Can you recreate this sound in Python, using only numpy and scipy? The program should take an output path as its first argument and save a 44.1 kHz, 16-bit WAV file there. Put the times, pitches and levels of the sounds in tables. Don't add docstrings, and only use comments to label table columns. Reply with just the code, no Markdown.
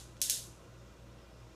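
import sys
import numpy as np
from scipy import signal
from scipy.fft import rfft, irfft
from scipy.io import wavfile
from scipy.ndimage import uniform_filter1d

SR = 44100
rng = np.random.default_rng(int(sys.argv[2]) if len(sys.argv) > 2 else 0)


def file_out(sig):
    cols = np.atleast_2d(sig).T
    lim = np.clip(cols, -1, 1)
    pcm = np.round(lim * 32767).astype(np.int16)
    wavfile.write(sys.argv[1], SR, pcm)


def voltage_ratio(decibels):
    exponent = np.asarray(decibels, float) / 20
    return 10 ** exponent


N = 68355


def band(x, hz, width_hz, order=1):
    low_hz = max(np.sqrt(hz ** 2 + width_hz ** 2 / 4) - width_hz / 2, 5)
    high_hz = min(low_hz + width_hz, 0.48 * SR)
    return signal.sosfilt(signal.butter(order, [low_hz, high_hz], "band", fs=SR, output="sos"), x)


def level(x, db):
    return x * voltage_ratio(db) / np.sqrt(np.mean(x ** 2))


def walk(rate_hz):
    hold = int(SR / rate_hz)
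    steps = np.repeat(rng.standard_normal(N // hold + 1), hold)
    return 1.77 * uniform_filter1d(uniform_filter1d(steps, hold), hold)[:N]


def log_interp(hz, rows_hz, values):
    return np.interp(np.log(hz), np.log(rows_hz), values)


def pulley_tick(tilt_db):
    # (frequency [Hz], level [dB])
    pulley_colour = np.array([(900, -48), (1500, -8.5), (3500, 3.5), (5200, 1.5), (6400, 3), (8000, -2),
                              (10500, -3.5), (15000, -13)])
    sharpness = 0.71
    spread_s = 0.00017
    hz = np.fft.rfftfreq(512, 1 / SR) + 1
    db = log_interp(hz, pulley_colour[:, 0], pulley_colour[:, 1])
    db = db + tilt_db * np.log2(np.clip(hz, 1000, None) / 6000)
    delay_s = spread_s * np.log2(16000 / np.clip(hz, 1500, None))
    dispersion = -2 * np.pi * np.cumsum(delay_s) * SR / 512
    cepstrum = irfft(np.log(voltage_ratio(db)))
    causal = rfft(cepstrum * np.r_[1, 2 * np.ones(255), 1, np.zeros(255)])
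    phase = sharpness * causal.imag + dispersion
    return np.roll(irfft(np.exp(causal.real + 1j * phase)), 64)


def garage():
    # (delay [s], level [dB], centre [Hz], width [Hz])
    early_arrivals = [(.00016, -2, 6300, 1800), (.0013, -1, 9000, 10000), (.0018, -4, 8000, 5000),
                      (.0031, -5, 11000, 9000), (.0086, -3, 7000, 2500), (.0089, -6, 7000, 2500),
                      (.0123, -7, 7000, 8000)]
    # (frequency [Hz], level [dB], decay time T60 [s])
    tail_rows = np.array([(1230, -14, 0.73), (1480, 5, 0.38), (2340, -6.5, 0.45), (3400, -1, 0.38),
                          (5700, -1.5, .42), (7400, 3.5, .38), (10200, 2.5, 0.35), (14500, -5.5, 0.3)])
    tail_db, build_s = -25, 0.002
    late_db, late_stretch = -35, 3.3
    t = np.arange(SR) / SR
    response = 1.0 * (t == 0)
    for delay_s, db, hz, width_hz in early_arrivals:
        impulse = 1.0 * (np.arange(SR) == int(delay_s * SR))
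        response = response + voltage_ratio(db) * band(impulse, hz, width_hz)
    build_up = 1 - np.exp(-t / build_s)
    for hz in 1000 * 2 ** np.arange(0, 4.1, 1 / 6):
        db = log_interp(hz, tail_rows[:, 0], tail_rows[:, 1])
        t60 = log_interp(hz, tail_rows[:, 0], tail_rows[:, 2])
        fade = voltage_ratio(-60 * t / t60) + voltage_ratio(late_db - 60 * t / (t60 * late_stretch))
        hiss = band(rng.standard_normal(SR), hz, hz / 8.83, order=2)
        response = response + voltage_ratio(tail_db + db) * build_up * fade * hiss
    return response


def string_snaps():
    # (time [s], level [dB], brightness [dB per octave])
    slips = [
        (-.13, -6, 2.5),
        (0.1675, -40.5, -7),
        (0.2038, -40, 2),
        (0.2163, -5, 5),
        (0.2977, -4, 4.95),
    ]
    lead = int(0.2 * SR)
    ticks = np.zeros(N + lead)
    for s, db, tilt_db in slips:
        start = lead + int(s * SR) - 64
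        ticks[start:start + 512] += voltage_ratio(db) * pulley_tick(tilt_db)
    return signal.fftconvolve(ticks, garage())[lead:lead + N]


def motor():
    # (frequency [Hz], rms level [dB])
    hum_lines = [(58.4, -59.8), (116.9, -64.5), (120.0, -61.7), (158.9, -70.3), (318, -75.3),
                 (477.1, -73.7), (635, -80)]
    wander_db, wander_rad = 0.7, 0.1
    t = np.arange(N) / SR - 0.119
    hum = np.zeros(N)
    for hz, db in hum_lines:
        strength = np.sqrt(2) * voltage_ratio(db + wander_db * walk(5.8))
        hum += strength * np.cos(2 * np.pi * hz * t + wander_rad * walk(2.6))
    return hum


def air():
    # (frequency [Hz], density [dB per Hz])
    air_rows = np.array([(20, -27), (59, -7.5), (250, -10.5), (700, -16), (1750, -25), (4600, -31.5),
                         (8500, -38.5), (15300, -45)])
    # (centre [Hz], width [Hz], level [dB])
    room_humps = [(36, 54, -77), (91, 51, -70), (512, 52, -73), (193.6, 32, -70), (338.5, 73, -67),
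                  (558.6, 15.8, -70.5), (642, 46, -75.5), (1058, 60, -76.5), (1294, 374, -72.5),
                  (1990, 16, -85), (3100, 1550, -76.5), (6060, 2370, -74.5)]
    air_db, ripple_db, ripple_hz = -61, 3.5, 29.88
    hz = np.fft.rfftfreq(N, 1 / SR) + 1
    ripple = np.interp(hz / ripple_hz, np.arange(2000), rng.standard_normal(2000))
    db = log_interp(hz, air_rows[:, 0], air_rows[:, 1]) + ripple_db * ripple * (hz > 700)
    noise = irfft(rfft(rng.standard_normal(N)) * voltage_ratio(db), N)
    noise = noise * voltage_ratio(air_db) / np.std(band(noise, 1685, 19900))
    for centre_hz, width_hz, hump_db in room_humps:
        hump = band(rng.standard_normal(N), centre_hz, width_hz, order=2)
        noise = noise + level(hump, hump_db) * voltage_ratio(0.99 * walk(6.46))
    return noise


def string_squeaks():
    # (time [s], length [s], frequency [Hz], level [dB])
    creeps = [
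        (1.118, .016, 5630, -72),
        (1.185, .02, 5600, -76),
        (1.21, .05, 5200, -73),
        (1.3, .08, 5250, -77),
        (1.38, .04, 5080, -72),
    ]
    t = np.arange(N) / SR
    squeaks = np.zeros(N)
    for s, length_s, hz, db in creeps:
        swell = np.exp(-((t - s) / length_s - 0.5) ** 4 * 16)
        squeaks += level(band(rng.standard_normal(N), hz, 250), db) * swell
    return squeaks


def noise_gate(x):
    # (low edge [Hz], high edge [Hz], threshold [dB], cut [dB])
    gate_bands = [(1380, 2800, -64, -5), (2800, 5600, -60, -4), (11200, 16000, -72, -3)]
    window, knee_db = int(0.02 * SR), 0.6
    hz = np.fft.rfftfreq(N, 1 / SR)
    spectrum, out = rfft(x), x
    for low_hz, high_hz, threshold_db, cut_db in gate_bands:
        part = irfft(spectrum * ((hz >= low_hz) & (hz < high_hz)), N)
        power = uniform_filter1d(part ** 2, window, origin=int(0.02 * SR / 2) - 1)
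        db = 10 * np.log10(np.abs(power) + 1e-14)
        gain_db = -cut_db / (1.5 + np.exp((threshold_db - db) / knee_db))
        out = out + part * (voltage_ratio(gain_db) - 1)
    return out


def scene():
    string = string_squeaks() + string_snaps()
    return (string + motor() + air())[None]


def band_limit(x):
    return signal.sosfilt(signal.butter(12, 16460, fs=SR, output="sos"), x)


def record(dry):
    low_pass = signal.ellip(12, 0.2, 60, 15250, fs=SR, output="sos")
    mix = signal.sosfilt(low_pass, noise_gate(dry))
    return band_limit(mix)


dry = scene()
out = record(dry)
file_out(out)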